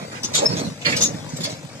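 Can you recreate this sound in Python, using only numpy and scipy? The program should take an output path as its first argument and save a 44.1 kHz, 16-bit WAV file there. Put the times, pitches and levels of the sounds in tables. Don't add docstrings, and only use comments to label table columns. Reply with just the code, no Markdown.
import sys
import numpy as np
from scipy import signal
from scipy.fft import rfft, irfft, next_fast_len
from scipy.io import wavfile
from scipy.ndimage import uniform_filter1d

SR = 44100
rng = np.random.default_rng(int(sys.argv[2]) if len(sys.argv) > 2 else 0)


def inscribe(sig):
    pcm = np.round(np.clip(np.atleast_2d(sig).T, -1, 1) * 32767)
    wavfile.write(sys.argv[1], SR, pcm.astype(np.int16))


def makeup_ratio(level_db):
    decades = np.asarray(level_db, float) / 20
    return 10 ** decades


N = 79380
T = np.arange(N) / SR


def unit(x):
    return x / np.sqrt(np.mean(x ** 2) + 1e-20)


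def along(points, hz, axis=1):
    columns = np.transpose(points)
    return np.interp(np.log(hz + 1), np.log(columns[0] + 1), columns[axis])


def curves(rows):
    start_s, *columns = np.transpose(rows)
    return [np.interp(T, start_s, column) for column in columns]


def filtered(x, response):
    size = next_fast_len(N + SR // 2)
    spectrum = rfft(x, size) * response(np.fft.rfftfreq(size, 1 / SR))
    return irfft(spectrum, size)[..., :N]


def coloured_noise(colour):
    return unit(filtered(rng.standard_normal(N), lambda f: makeup_ratio(along(colour, f))))


def body(peaks):
    def response(f):
        total = 0
        for k, (pitch, width, db) in enumerate(peaks):
            damping = 1j * f * width
            total = total + (-1) ** k * makeup_ratio(db) * damping / (pitch * pitch - f * f + damping)
        return total
    return response


def grains(per_s, spread_db):
    hit = rng.random(N) < per_s / SR
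    sign = np.sign(rng.standard_normal(N))
    return unit(hit * sign * makeup_ratio(spread_db * rng.standard_normal(N).clip(-2, 2)))


def shape(s, rise, hold, t60):
    fall_time = np.clip(T - s - rise - hold, 0, 1)
    return np.clip((T - s) / rise, 0, 1) ** 2 * makeup_ratio(-60 * fall_time / t60)


# (pitch_hz, fade_by_60_db_s, level_db)
YARD_ECHO = [(99, 0.22, -18.5), (635, 0.051, -10), (3130, 0.031, -1), (9700, 0.019, -0.5)]


def yard(x):
    out, step = np.zeros((2, N + SR)), SR // 20
    for start in range(0, N, step):
        hz, t, z = signal.stft(rng.standard_normal((2, SR // 8)), SR, nperseg=256)
        fade_s = along(YARD_ECHO, hz)[:, None]
        tail = signal.istft(z * makeup_ratio(-60 * t / fade_s) / np.sqrt(fade_s), SR, nperseg=256)[1]
        wet = signal.fftconvolve(x[None, start:start + step], tail / np.linalg.norm(tail[0]), axes=1)
        out[:, start:start + wet.shape[1]] += wet
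    return filtered(out[:, :N], lambda f: makeup_ratio(along(YARD_ECHO, f, axis=2)))


# (start_s, firings_per_s)
ENGINE_SPEED = [
    (0, 39.2),
    (.45, 35.3),
    (.65, 56.7),
    (1, 57),
    (1.35, 48),
    (1.8, 51.2),
]


def firings():
    jitter, scatter_db, pressure_s = .08, 1, .021
    turn = np.cumsum(curves(ENGINE_SPEED)[0]) / SR
    draw = rng.standard_normal((int(turn[-1]) + 1, 2))
    k = np.arange(len(draw))
    at = np.searchsorted(turn, k + jitter * draw[:, 0]).clip(0, N - 1)
    cylinder_db = np.take([0, -3, -1.5], k % 3)
    fire = np.bincount(at, makeup_ratio(cylinder_db + scatter_db * draw[:, 1]), N)
    pressure = unit(signal.lfilter([1], [1, -np.exp(-1 / (pressure_s * SR))], fire))
    return fire, pressure


# (pitch_hz, level_db)
CLATTER_COLOUR = [(180, -16), (300, 6), (411, -10.5), (571, -5.5), (1350, -11), (2170, -9.5), (2400, -12),
                  (7880, -17), (15500, -43)]


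def clatter(pressure, swing_db):
    level_db, follows, pulsing = -44, 0.16, 0.22
    return makeup_ratio(level_db + follows * swing_db) * coloured_noise(CLATTER_COLOUR) * (1 + pulsing * (pressure - 1))


# (pitch_hz, width_hz, level_db)
EXHAUST_PIPE = [(114.7, 44, 2), (153, 26, 6.5), (210, 90, 0), (278, 140, -4.5), (525, 132, -5)]


def exhaust(fire, pressure, swing_db):
    level_db, follows, puff_share = -38, 0.24, .55
    gas = pressure * rng.standard_normal(N)
    pulse, puff = filtered(np.array([fire, gas]), body(EXHAUST_PIPE))
    mix = np.sqrt(1 - puff_share) * unit(pulse) + np.sqrt(puff_share) * unit(puff)
    return makeup_ratio(level_db + follows * swing_db) * mix


def engine(shake_db):
    swing_db = shake_db - shake_db.mean()
    fire, pressure = firings()
    return exhaust(fire, pressure, swing_db) + clatter(pressure, swing_db)


# (pitch_hz, width_hz, level_db)
BED_DEEP = [(109, 53, -5), (160, 35.5, 2), (220, 40, -1), (288, 12, -3.5)]
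BED_SHEETS = [(266.4, 37, -2.5), (421, 39, -8), (477.4, 12.7, 1), (585, 133, -2.5), (639, 114, 0),
              (930, 190, -10), (1950, 720, -20.5)]
KNOCKS_PER_S, KNOCK_SPREAD_DB = 600, 3


def bed(shake_db, bright_db):
    low = unit(filtered(grains(KNOCKS_PER_S, KNOCK_SPREAD_DB), body(BED_DEEP)))
    high = unit(filtered(grains(2 * KNOCKS_PER_S, KNOCK_SPREAD_DB), body(BED_SHEETS)))
    return makeup_ratio(shake_db) * (low + makeup_ratio(bright_db) * high) / np.sqrt(1 + makeup_ratio(2 * bright_db))


# (start_s, level_db, pitch_hz)
JOLTS = [(0.239, -29.5, 210), (0.325, -40, 160), (0.486, -35, 135), (.512, -37, 150), (.555, -28, 195),
         (.578, -33, 165), (0.608, -25, 218), (0.637, -29, 160), (.662, -33, 170), (.711, -31, 160),
         (.865, -34, 190), (0.943, -25.5, 112), (1.138, -25, 167.8), (1.329, -22, 145.2), (1.398, -29, 210),
         (1.522, -29.5, 156.5), (1.638, -30.5, 143.5), (1.744, -38.5, 125.6)]


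def thumps():
    rise_s, hold_s, t60_s, overtone, overtone_db = .007, .007, .05, 1.7, -5
    out = np.zeros(N)
    for s, db, hz in JOLTS:
        angle = 2 * np.pi * hz * (T - s)
        note = np.sin(angle) + makeup_ratio(overtone_db) * np.sin(overtone * angle)
        out += makeup_ratio(db) * shape(s, rise_s, hold_s, t60_s) * note
    return out


# (pitch_hz, width_hz, level_db)
TAILGATE_PANEL = [(282, 30, 0.5), (453, 27, 0.5), (567, 29, 1.5), (652, 42, -0.5), (800, 155, -11)]
# (start_s, level_db, hold_s)
TAILGATE_GROANS = [
    (0.399, -22.5, 0.045),
    (1.057, -40.5, 0.049),
    (1.433, -38.5, 0.071),
]


def tailgate():
    rise_s, t60_s = .015, .05
    judder = unit(filtered(grains(KNOCKS_PER_S, KNOCK_SPREAD_DB), body(TAILGATE_PANEL)))
    return judder * sum(makeup_ratio(db) * shape(s, rise_s, hold, t60_s) for s, db, hold in TAILGATE_GROANS)


def squeak():
    start_s, rise_s, hold_s, glide_s = .452, .006, .009, .011
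    t60_s, tail_t60_s, tail_db = .03, .16, -8
    level_db, octave_db, roughness, left_lag = -16, -30, .22, 1.4
    pitch = np.interp(T, [start_s, start_s + glide_s], [5050, 5358])
    phase = 2 * np.pi * np.cumsum(pitch) / SR - [[left_lag], [0]]
    flutter = 1 + roughness * unit(uniform_filter1d(rng.standard_normal(N), size=60))
    swell = shape(start_s, rise_s, hold_s, t60_s)
    swell = swell + makeup_ratio(tail_db) * shape(start_s, rise_s, hold_s, tail_t60_s)
    tone = np.sin(phase) + makeup_ratio(octave_db) * np.sin(2 * phase)
    return makeup_ratio(level_db) * swell * flutter * tone


# (start_s, level_db, ringing_pitch_hz, hold_s, ringing_over_broad_db)
STEEL_SCRAPES = [(0.11, -40, 1580, 0.063, 3), (0.228, -31, 5500, 0.0045, -2),
                 (0.238, -29, 6300, 0.002, 0.5), (0.344, -22.5, 6700, 0.034, -6),
                 (0.331, -29, 3580, 0.027, -23), (0.384, -37, 6760, 0.055, -3),
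                 (0.484, -37, 4900, 0.047, -4), (0.561, -35.5, 6600, 0.038, -10),
                 (0.64, -44, 4100, 0.016, 1), (0.809, -38.5, 2560, 0.008, 2),
                 (0.85, -27.5, 4350, 0.0044, 6), (0.844, -25, 2120, 0.038, 7.5),
                 (0.887, -30.5, 4100, 0.021, -15), (0.916, -24.5, 2220, 0.016, 6.5),
                 (0.959, -27.5, 6140, 0.015, -19), (1, -27.5, 4070, 0.0084, -17),
                 (1.007, -24, 5850, 0.004, -1), (1.024, -26, 6260, 0.032, 3),
                 (1.285, -44, 6460, 0.0075, 45), (1.331, -52, 5970, 0.011, 23),
                 (1.357, -40.5, 7550, 0.0035, 3), (1.401, -35.5, 4430, 0.013, -27),
                 (1.43, -30.5, 4770, 0.023, -12), (1.489, -40, 4470, 0.028, -47),
                 (1.497, -49, 5430, 0.0067, 57)]
# (pitch_hz, level_db)
STEEL_COLOUR = [(530, -29), (900, 0.5), (1540, -7.5), (3460, 2), (5180, -1), (6820, -0.5), (9980, -11.5),
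                (12800, -20.5), (15500, -54)]


def scrapes():
    contacts_per_s, spread_db, ring_width_hz = 5000, 1.5, 1650
    rise_s, t60_s, edge_t60_s, edge_hz, edge_db = .007, .14, .06, 8200, -0.5
    out = np.zeros(N)
    for s, db, hz, hold, ring_db in STEEL_SCRAPES:
        grit = grains(contacts_per_s, spread_db)
        ring = unit(filtered(grit, lambda f: body([(hz, ring_width_hz, 0)])(f) ** 2))
        broad = unit(filtered(grit, lambda f: makeup_ratio(along(STEEL_COLOUR, f))))
        bright = filtered(broad, lambda f: 1 / (1 + (edge_hz / (f + 1)) ** 8))
        slow = shape(s, rise_s, hold, t60_s) * (broad - bright + makeup_ratio(ring_db) * ring)
        fast = shape(s, rise_s / 2, hold, edge_t60_s) * makeup_ratio(edge_db) * bright
        out += makeup_ratio(db) * (slow + fast) / np.sqrt(1 + makeup_ratio(2 * ring_db))
    return out


# (start_s, level_db, pitch_hz, fade_by_60_db_s, crack_over_ring_db)
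STRUCK_PINS = [(0.2321, -35.5, 5260, .03, 2), (0.2463, -24.5, 6540, 0.067, -13.5),
               (.3455, -27, 3670, .04, -1), (.352, -23, 6740, 0.039, 2), (0.8638, -22.5, 4410, 0.042, -11),
               (.930, -28, 2260, 0.049, -23), (0.9652, -24.5, 6100, 0.027, -3),
               (1.0227, -13, 6540, 0.049, -12), (1.035, -20.5, 6580, 0.098, -5),
               (1.056, -27, 6740, .07, -5.5), (1.3685, -30, 7670, 0.021, -3.5),
               (1.4042, -35.5, 4530, 0.019, -4), (1.4405, -22.5, 4480, .05, -8.5)]
# (pitch_hz, level_db)
CRACK_COLOUR = [(1500, -22), (3500, 0.5), (8000, 0), (12500, -7), (15300, -15)]


def pins():
    second_note, crack_db, crack_t60_s = 0.96, -2.1, 0.073
    out = np.zeros(N)
    for s, db, hz, t60, snap_db in STRUCK_PINS:
        angle = 2 * np.pi * hz * (T - s)
        pair = np.sin(angle) + 0.5 * np.sin(second_note * angle)
        ring = shape(s, 20 / SR, 0, t60) * pair
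        crack = shape(s, 1 / SR, 0, crack_t60_s) * coloured_noise(CRACK_COLOUR)
        out += makeup_ratio(db) * (ring + makeup_ratio(crack_db + snap_db) * crack)
    return out


# (start_s, level_db, brightness_db)
TRAILER_SHAKE = [(0, -35.5, 2), (.11, -48.5, 2), (.32, -38.5, 2), (.385, -29, 10), (.462, -26.5, 6),
                 (.478, -40, -2), (.5, -27, -3.5), (.615, -26.5, 2), (.69, -32.5, -22), (.77, -62, 2),
                 (.85, -47.5, 72), (.868, -25, 0.5), (1.015, -31.5, 3), (1.17, -39, -4), (1.31, -46.5, 1),
                 (1.405, -34, -9.5), (1.545, -44, -1), (1.59, -58, 2)]


def scene():
    engine_left_db, engine_lead_s, squeak_yard_db = 9, 0.00026, -11
    half = np.array([[.5], [-.5]])
    shake_db, bright_db = curves(TRAILER_SHAKE)
    motor = engine(shake_db)
    trailer = bed(shake_db, bright_db) + thumps() + tailgate() + scrapes() + pins()
    dry_pin = squeak()
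    lead = lambda f: np.exp(2j * np.pi * f * half * engine_lead_s)
    ahead = filtered(motor, lambda f: makeup_ratio(half * engine_left_db) * lead(f))
    direct = ahead + trailer + dry_pin
    return direct * makeup_ratio(-4.0) + yard(motor + trailer + makeup_ratio(squeak_yard_db) * dry_pin[1])


TREBLE_HZ = 8050


def thinned(x):
    frame, neighbours = 1536, 40
    hz, _, z = signal.stft(x, SR, nperseg=frame)
    weak = np.abs(z) < uniform_filter1d(np.abs(z), size=neighbours, axis=1)
    weak = weak & (hz > TREBLE_HZ)[:, None]
    return signal.istft(z * ~weak, SR, nperseg=frame)[1][:, :N]


def treble_gate(x):
    opens_db, shut_db, window_s, steepness = -48.5, -50, .012, 4
    top = filtered(x, lambda f: f > TREBLE_HZ)
    loud = np.abs(uniform_filter1d(top ** 2, size=int(window_s * SR))) / makeup_ratio(2 * opens_db)
    gate = makeup_ratio(shut_db) + 1 / (1 + (loud + 1e-9) ** -steepness)
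    return x - top + gate * top


# (pitch_hz, level_db)
MIC_COLOUR = [(25, -15), (60, -3.5), (100, 1), (2500, 2), (3050, -2.5), (3700, 1.5), (14600, 1),
              (15500, -33)]
# (pitch_hz, left_minus_right_db)
LEFT_OVER_RIGHT = [(100, -5.7), (400, -2), (1000, -2.5), (2400, -6), (5000, 1), (7800, 6), (8800, 13),
                   (15000, 11)]
# (pitch_hz, left_lead_radians)
LEFT_LEAD = [(90, -.15), (250, -.55), (500, -1.3), (900, -2.6), (1640, -3.7), (3500, -3.1), (6500, -4.4),
             (9000, -8.5)]


def microphones(x):
    side = np.array([[.5], [-.5]])

    def port(f):
        balance_db = along(LEFT_OVER_RIGHT, f)
        level_db = along(MIC_COLOUR, f) + side * balance_db - np.abs(balance_db) / 2
        return makeup_ratio(level_db) * np.exp(1j * side * along(LEFT_LEAD, f))
    return filtered(x, port)


def top_cut(x):
    return signal.sosfilt(signal.butter(12, 15770, fs=SR, output="sos"), x)


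def record(dry):
    left, right = microphones(dry)
    ports = thinned(np.array([left, treble_gate(right)]))
    return top_cut(makeup_ratio(4.5) * ports)


dry = scene()
out = record(dry)
inscribe(out)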